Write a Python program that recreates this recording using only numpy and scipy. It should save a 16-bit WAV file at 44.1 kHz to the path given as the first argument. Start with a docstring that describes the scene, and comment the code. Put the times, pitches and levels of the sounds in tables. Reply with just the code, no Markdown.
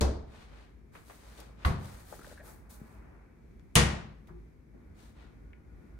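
"""Three doors shut in a quiet hotel room: a cupboard knocks, a small fridge closes with a padded thud,
and the big wooden cabinet door creaks, swings round and bangs onto its frame.
Doors are shaped noise plus decaying panel tones; creaks are chirps that bend upwards.
A sleeve rustles and fingers tap between the blows, both made of filtered noise under envelopes.
Low ventilation rumble runs throughout; a faint wash joins near the end. Two microphone ports hear it."""
import sys
import numpy as np
from scipy import signal
from scipy.fft import rfft, irfft
from scipy.io import wavfile
from scipy.ndimage import uniform_filter1d

SR = 44100
rng = np.random.default_rng(int(sys.argv[2]) if len(sys.argv) > 2 else 0)


def master_out(mix):
    """Clip the mix to full scale and print it as 16-bit PCM to the path in sys.argv[1]."""
    frames = np.transpose(np.atleast_2d(mix))
    ceiling = np.clip(frames, -1, 1)
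    pcm = np.round(ceiling * 32767).astype(np.int16)
    wavfile.write(sys.argv[1], SR, pcm)


N = 264158

# spectrum of soft brushing, for sleeve and swinging door: (frequency [Hz], relative level [dB per Hz])
BRUSHING = [(100, -15.5), (400, 5.5), (900, 4), (1700, -1.5), (2500, -10), (4000, -39), (8000, -46.5)]


def amp(db):
    """Amplitude factor of a level in dB."""
    return 10 ** (np.asarray(db) / 20)


def evened(x):
    """The signal scaled to an RMS of one."""
    return x / np.sqrt(np.mean(x ** 2) + 1e-20)


def read(points, hz, axis=1):
    """One column of a table, interpolated along log frequency."""
    table = np.array(points, float)
    return np.interp(np.log(hz + 1), np.log(table[:, 0] + 1), table[:, axis])


def add(mix, start_s, sound):
    """Lay a sound into the mix at its start time, cut off at the end of the mix."""
    part = mix[:, max(round(start_s * SR), 0):][:, :sound.shape[1]]
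    part += sound[:, :part.shape[1]]


def noise(gain, size):
    """Noise of spectrum gain(Hz) at both ports: alike in the bass and at the top, unlike between."""
    # likeness of the two microphone ports: (frequency [Hz], left-right correlation [0 to 1])
    likeness = [(60, 0.83), (140, 1), (290, 0.4), (600, 0.047), (1400, 0.12), (8000, 0.1), (10000, 0.46),
                (11500, 0.91)]
    hz = np.fft.rfftfreq(size, 1 / SR)
    left, other = rfft(rng.standard_normal((2, size)))
    same = np.clip(read(likeness, hz), -1, 1)
    right = same * left + np.sqrt(1 - same ** 2) * other
    return irfft(np.array([left, right]) * gain(hz), size)


def octave_noise(colour, axis):
    """One second of noise with the table's levels per octave, fading below about 20 Hz."""
    def gain(hz):
        per_octave = np.sqrt(SR / 2 / np.log(2) * hz / (hz ** 2 + 20 ** 2))
        return amp(read(colour, hz, axis)) * per_octave
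    return noise(gain, SR)


def dying(t, t60):
    """Exponential decay that falls 60 dB in t60 seconds."""
    return np.exp(-np.log(1000) * t / t60)


def ring_out(x, early, early_t60, liveness=1):
    """A quick carcass decay on top of the room's; the bass takes longer to build up."""
    # decay of the room before the liveness factor: (frequency [Hz], t60 [s])
    room_decay = [(60, 0.96), (250, 0.71), (1000, 0.7), (2500, 0.6), (5000, 0.52), (9000, 0.39),
                  (15000, 0.27)]
    hz, t, bands = signal.stft(x, SR, nperseg=512)
    room_t60 = liveness * read(room_decay, hz)[:, None]
    x = signal.istft(bands * dying(t, room_t60), SR, nperseg=512)[1][:, :SR]
    t = np.arange(SR) / SR
    bass = signal.sosfiltfilt(signal.butter(2, 600, fs=SR, output="sos"), x)
    bass_rise_s, treble_rise_s = 0.008, 0.0031
    built = bass * (1 - np.exp(-t / bass_rise_s)) + (x - bass) * (1 - np.exp(-t / treble_rise_s))
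    return built * (1 + early * dying(t, early_t60)) / (1 + early / 2)


def ventilation():
    """Duct rumble of shaped noise that swells slowly, with a few wavering narrow-band tones."""
    # spectrum of the rumble: (frequency [Hz], relative level [dB per Hz])
    air_shape = [(15, -35.5), (28, -17), (55, 0.5), (95, -9), (170, -11), (240, -12), (400, -15.5),
                 (560, -27), (1400, -35), (2350, -36.5), (2800, -49), (5600, -49), (12000, -52.5),
                 (16000, -61)]
    # wavering narrow-band tones of fan and compressor: (frequency [Hz], level before the swell [dB])
    hum_tones = [(53.8, -58.5), (224, -70.5), (2290, -90.5)]
    air_db, swell_db = -56, 1
    out = amp(air_db) * evened(noise(lambda hz: amp(read(air_shape, hz)), N))
    for tone_hz, db in hum_tones:
        tone = noise(lambda hz: 1 / (1 + ((hz - tone_hz) / 4) ** 2), N)
        out += amp(db) * evened(tone)
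    swell = evened(noise(lambda hz: np.exp(-(hz / 3) ** 2), N)[0])  # wavers at a few Hz
    return out * amp(swell_db * swell)


def door(colour, modes, crack_t60, give_s, second_s, second, modes_db, flex_s, swell_s,
         early, early_t60, pan_db, liveness):
    """The edge meets the frame at two points and gives a little, then the panel flexes and the room rings."""
    t = np.arange(SR) / SR
    out = ring_out(octave_noise(colour, axis=2), early, early_t60, liveness)
    second_contact = second * (t > second_s) * dying(abs(t - second_s), crack_t60)
    contact = dying(t, crack_t60) + second_contact
    out += octave_noise(colour, axis=1) * contact
    out *= 1 - np.exp(-t / give_s)
    panel = np.zeros((2, SR))
    for hz, db, t60 in modes:
        # short waves reach the two ports out of step
        skew = rng.uniform(-np.pi, np.pi, (2, 1)) * min(hz / 900, 1) ** 2
        panel += amp(db) * dying(t, t60) * np.sin(2 * np.pi * hz * t + skew)
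    sides = amp(modes_db + np.array([[.5], [-.5]]) * pan_db)
    add(out, flex_s, sides * panel * (1 - np.exp(-(t / swell_s) ** 2)))
    return out


def catch(ring_hz, db, t60, pan_db):
    """A small metal part rings for some milliseconds as one decaying sine."""
    t = np.arange(SR // 10) / SR
    sides = amp(db + np.array([[.5], [-.5]]) * pan_db)
    return sides * dying(t, t60) * np.sin(2 * np.pi * ring_hz * t)


def doors():
    """Cupboard, fridge on its rubber seal, and the heavy cabinet front with its metal catch."""
    # each door's colour before its envelopes: (frequency [Hz], first contact [dB per octave],
    # ringing of carcass and room [dB per octave])
    cupboard = [(30, -92, -37), (70, -57, -28), (140, -29, -34.5), (300, -16, -28), (547, -45, -28),
                (1200, -36, -36), (2640, -28.5, -48.5), (4330, -26.5, -37.5), (9340, -20, -41),
                (11500, -32, -49), (15500, -47, -53)]
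    fridge = [(30, -77, -47), (70.6, -50, -32.5), (141, -50, -28), (296, -59, -38.5), (620, -60, -40),
              (1100, -19.5, -35.5), (2650, -33.5, -48), (4400, -30, -45.5), (5800, -70, -51),
              (10600, -65, -47.5), (15500, -61, -57)]
    cabinet = [(30, -62, -44), (70.05, -45, -25), (144, -38.5, -23.5), (300, -40.5, -26.5), (600, -39, -25),
               (1195, -26, -24), (2850, -16, -24.5), (4300, -23.5, -24.5), (9847, -6.5, -21),
               (11800, -17, -30.5), (15500, -29, -47.5)]
    # panel modes of each door: (frequency [Hz], relative level [dB], t60 [s])
    cupboard_modes = [(68.6, 1, 0.47), (213.3, -16.5, 0.59), (271, -10.5, 0.28), (356.4, -13, 0.41),
                      (439.4, -13.5, 0.49), (572, -19, 0.35), (720, -32, .22), (945, -16, 0.34),
                      (2610, -25.5, 0.19)]
    fridge_modes = [(76, 16.5, 0.11), (87.8, -9, 0.71), (139, -12, 0.52), (201.7, -11, 0.6),
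                    (284, -25.5, 0.73), (388.4, -21, 0.58), (510, -21.5, 0.51), (687, -20, 0.44),
                    (1122, -9.5, 0.28), (1107, -11.5, 0.24), (2050, -10, 0.13)]
    cabinet_modes = [(65, -1, .45), (95, -6, .3), (141, -2, .42), (171, -13, .65), (213, -9, .6),
                     (348, -16, .55), (480, -12, .38), (668, -17, .45), (1120, -15, .37), (1393, -17, .36),
                     (1805, -19, .4), (1886, -17, .45), (2295, -19, .35), (2773, -15, .25),
                     (2945, -19, .35), (3324, -20, .32), (5905, -22, .3), (7128, -22, .28)]
    # strikes of the metal catch as the cabinet door lands:
    # (time [s], frequency [Hz], level [dB], t60 [s], left-right difference [dB])
    catch_strikes = [(3.7546, 9300, -5, .004, -2), (3.756, 3025, -12.5, .016, -4)]
    out = np.zeros((2, N))
    add(out, .009, door(
        cupboard, cupboard_modes, crack_t60=0.015, give_s=0.00096, second_s=0.006, second=0.26,
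        modes_db=-19.0, flex_s=0.00057, swell_s=0.015,
        early=1.0, early_t60=0.17, pan_db=0, liveness=.84))
    add(out, 1.6475, door(
        fridge, fridge_modes, crack_t60=0.026, give_s=0.0015, second_s=0.0028, second=0.45,
        modes_db=-21.5, flex_s=0.00255, swell_s=0.018,
        early=0.99, early_t60=0.71, pan_db=-1.0, liveness=0.98))
    add(out, 3.7545, door(
        cabinet, cabinet_modes, crack_t60=0.0046, give_s=.0001, second_s=0.0047, second=0.38,
        modes_db=-16.0, flex_s=.0135, swell_s=.003,
        early=1.0, early_t60=0.16, pan_db=1.5, liveness=0.87))
    for start_s, ring_hz, db, t60, pan_db in catch_strikes:
        add(out, start_s, catch(ring_hz, db, t60, pan_db))
    return out


def sleeve():
    """Cloth slides over cloth: grainy hiss above soft brushing; each stroke swells, flutters and dies away."""
    # strokes of the sleeve: (start [s], length [s], relative hiss level [dB],
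    # relative brushing level [dB], tilt of the hiss [dB per octave])
    strokes = [(0.258, 0.17, -64, -59, -7), (.43, .2, -67, -60.5, -8.5), (0.914, 0.071, -65, -60, 1),
               (1.021, 0.13, -61, -64.5, 2.5), (1.12, 0.25, -63.5, -60.5, -1),
               (1.359, 0.041, -59.5, -66, -3), (1.56, 0.14, -62, -56.5, -8.5),
               (1.77, 0.14, -58.5, -57.5, 0), (1.87, 0.14, -61.5, -59.5, 2.5),
               (2.027, 0.14, -56.5, -59.5, 3.5), (2.172, .15, -59, -60, 0.5), (2.42, 0.073, -55.5, -56, 6),
               (2.69, 0.027, -54.5, -64.5, 6), (2.79, 0.16, -72, -74, 3), (4.939, 0.12, -66, -65.5, -2),
               (5.139, 0.096, -69, -62, -9.5)]
    # spectrum of the hiss before its tilt: (frequency [Hz], relative level [dB per Hz])
    hiss_shape = [(1200, -7.5), (2500, -1), (4000, 3), (6000, 0), (9000, 3.5), (12000, -4), (15500, -6)]
    # the cloth gathers speed over this share of a stroke, then slides to rest
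    attack_share, rest_t60_s = 0.54, 0.39
    grain_db, flutter_db = 1.17, 0.4
    out, t = np.zeros((2, N)), np.arange(SR) / SR
    for start_s, length, hiss_db, brush_db, tilt_db in strokes:
        gathering = np.minimum(t / (attack_share * length), 1)
        speed = gathering * dying(np.maximum(t - length, 0), rest_t60_s)

        def hiss_gain(hz):
            octaves_up = np.log2(np.maximum(hz / hiss_shape[1][0], 1))
            return amp(read(hiss_shape, hz) + tilt_db * octaves_up)
        hiss = evened(noise(hiss_gain, SR))
        brush = evened(noise(lambda hz: amp(read(BRUSHING, hz)), SR))
        add(out, start_s, speed * (amp(hiss_db) * hiss + amp(brush_db) * brush))
    grain = grain_db * evened(uniform_filter1d(rng.standard_normal(N), 120))
    flutter = flutter_db * evened(noise(lambda hz: np.exp(-(hz / 25) ** 2), N)[0])
    return evened(amp(grain + flutter)) * out


def taps():
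    """Light touches of band noise, some dull and short, some ringing on; each builds up over about a cycle."""
    # fingers and knuckles on wood and fittings:
    # (time [s], relative level [dB], centre [Hz], width [octaves], t60 [s])
    touches = [(.951, -55.5, 1150, 1, 0.14), (1.096, -54, 800, 1.2, 0.16), (1.384, -59, 656, 1.1, 0.72),
               (1.401, -54, 8950, 1.1, 0.041), (2.124, -43, 720, 0.67, 0.042),
               (2.192, -43, 248, 0.67, 0.038), (2.815, -33.5, 170, 0.4, 0.04),
               (3.595, -63, 2000, 1.6, 0.012), (4.272, -68.5, 5995, 5, 0.1),
               (4.284, -61.5, 1005, 0.57, 0.21), (4.297, -51.5, 163.4, 0.1, .25),
               (4.301, -56.5, 360, 0.056, 0.42), (4.739, -56.5, 281.7, 0.85, 0.22),
               (5.532, -53.5, 2100, 0.31, 0.017)]
    out, t = np.zeros((2, N)), np.arange(SR // 2) / SR
    for start_s, db, centre_hz, octaves, t60 in touches:
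        def band(hz):
            distance = np.log2((hz + 1) / centre_hz) / octaves
            return np.exp(-.5 * distance ** 2) / np.sqrt(hz + 1)
        touch = evened(noise(band, len(t)))
        build_up = 2 * (1 - np.exp(-t * centre_hz))
        add(out, start_s, amp(db) * touch * dying(t, t60) * build_up)
    return out


def hinge():
    """The hinge sticks and slips: each slip is a short, unsteady chirp that bends upwards."""
    # slips on the low or the high resonance: (time [s], length [s], level [dB], middle pitch [Hz])
    slips = [(2.133, 0.012, -51.5, 577), (2.13, 0.022, -63, 1537), (2.19, 0.0075, -55, 1310),
             (2.212, 0.014, -57.5, 1480), (2.243, 0.0085, -53.5, 1530), (2.271, 0.0077, -51, 537),
             (2.296, 0.037, -65, 1534), (2.312, 0.0076, -52, 585), (2.324, 0.0061, -49, 584),
             (2.371, 0.018, -57, 1494), (2.388, 0.031, -60, 1673), (2.392, 0.037, -57, 625),
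             (2.437, 0.0077, -55.5, 555)]
    rise_hz = 190  # upward bend of every slip as the hinge lets go
    rough = 0.16  # pitch waver, as a share of the pitch
    out = np.zeros((2, N))
    for start_s, length, db, pitch_hz in slips:
        size = int(length * SR)
        waver = evened(uniform_filter1d(rng.standard_normal(SR // 4), 30))[:size]
        bent_hz = pitch_hz + rise_hz * np.linspace(-.5, .5, size)
        turns = np.cumsum(bent_hz * (1 + rough * waver)) / SR
        chirp = evened(np.sin(2 * np.pi * turns) * signal.windows.tukey(size, .7))
        add(out, start_s, amp(db) * chirp * amp([[1.2], [-1.2]]))  # leans left
    return out


def swing():
    """A soft brushing swells and fades with the speed of the cabinet door."""
    # the door's swing: (time of greatest speed [s], spread [s], level at that time [dB])
    door_swing = (2.95, 0.25, -62)
    fastest_s, spread_s, db = door_swing
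    speed = np.exp(-.5 * ((np.arange(N) / SR - fastest_s) / spread_s) ** 2)
    return amp(db) * speed * evened(noise(lambda hz: amp(read(BRUSHING, hz)), N))


def late_wash(start_s=4.73, db=-58, tone_hz=1448, tone_db=-80):
    """The background steps up a little: shaped noise with a thin narrow-band tone in it."""
    # spectrum of the wash: (frequency [Hz], relative level [dB per Hz])
    wash_shape = [(30, 3), (60, 27), (110, 17.5), (300, 8.5), (700, -1), (1400, -8), (2350, -14),
                  (2800, -33), (8000, -50), (15000, -50)]
    wash = amp(db) * evened(noise(lambda hz: amp(read(wash_shape, hz)), N))
    tone = amp(tone_db) * evened(noise(lambda hz: 1 / (1 + ((hz - tone_hz) / 5) ** 2), N))
    fade_in = np.clip((np.arange(N) / SR - start_s) / 0.019, 0, 1)
    return (wash + tone) * fade_in


def echoes(x):
    """The room's answer to small sounds: convolution with a decaying noise tail."""
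    tail = ring_out(noise(np.ones_like, SR), early=.9, early_t60=.12)
    return signal.fftconvolve(x, tail / np.linalg.norm(tail[0]), axes=1)[:, :N]


def scene():
    """Doors and small sounds in the room, with echoes of the small ones, over the background."""
    small = taps() + hinge() + sleeve() + swing()
    return doors() + small + amp(-8.5) * echoes(small) + ventilation() + late_wash()


def record(dry):
    """Each microphone port colours the sound in its own way; then a low-pass limits the band."""
    # the two microphone ports: (frequency [Hz], gain [dB], left-right difference [dB])
    port_colour = [(60, 1, 0.1), (300.3, -1, 3), (950, -0.5, 1), (2330, 2.5, 0.5), (4200, 0, 6),
                   (5260, -2, 8.5), (6855, 0, 6), (7500, -5.5, -2.5), (8000, 0.5, 2.5), (9300, -5, -3),
                   (10540, -1.5, -4), (11300, -2, 0.5)]
    edge_hz = 15800
    hz = np.fft.rfftfreq(2 * N, 1 / SR)
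    sides_db = np.array([[.5], [-.5]]) * read(port_colour, hz, axis=2)
    colour_db = read(port_colour, hz) + sides_db
    heard = irfft(rfft(dry, 2 * N) * amp(colour_db))[:, :N]
    low_pass = signal.firwin(511, edge_hz, window=("kaiser", 9), fs=SR)
    return signal.oaconvolve(heard, low_pass[None], "same", axes=1)


dry = scene()
out = record(dry)
master_out(out)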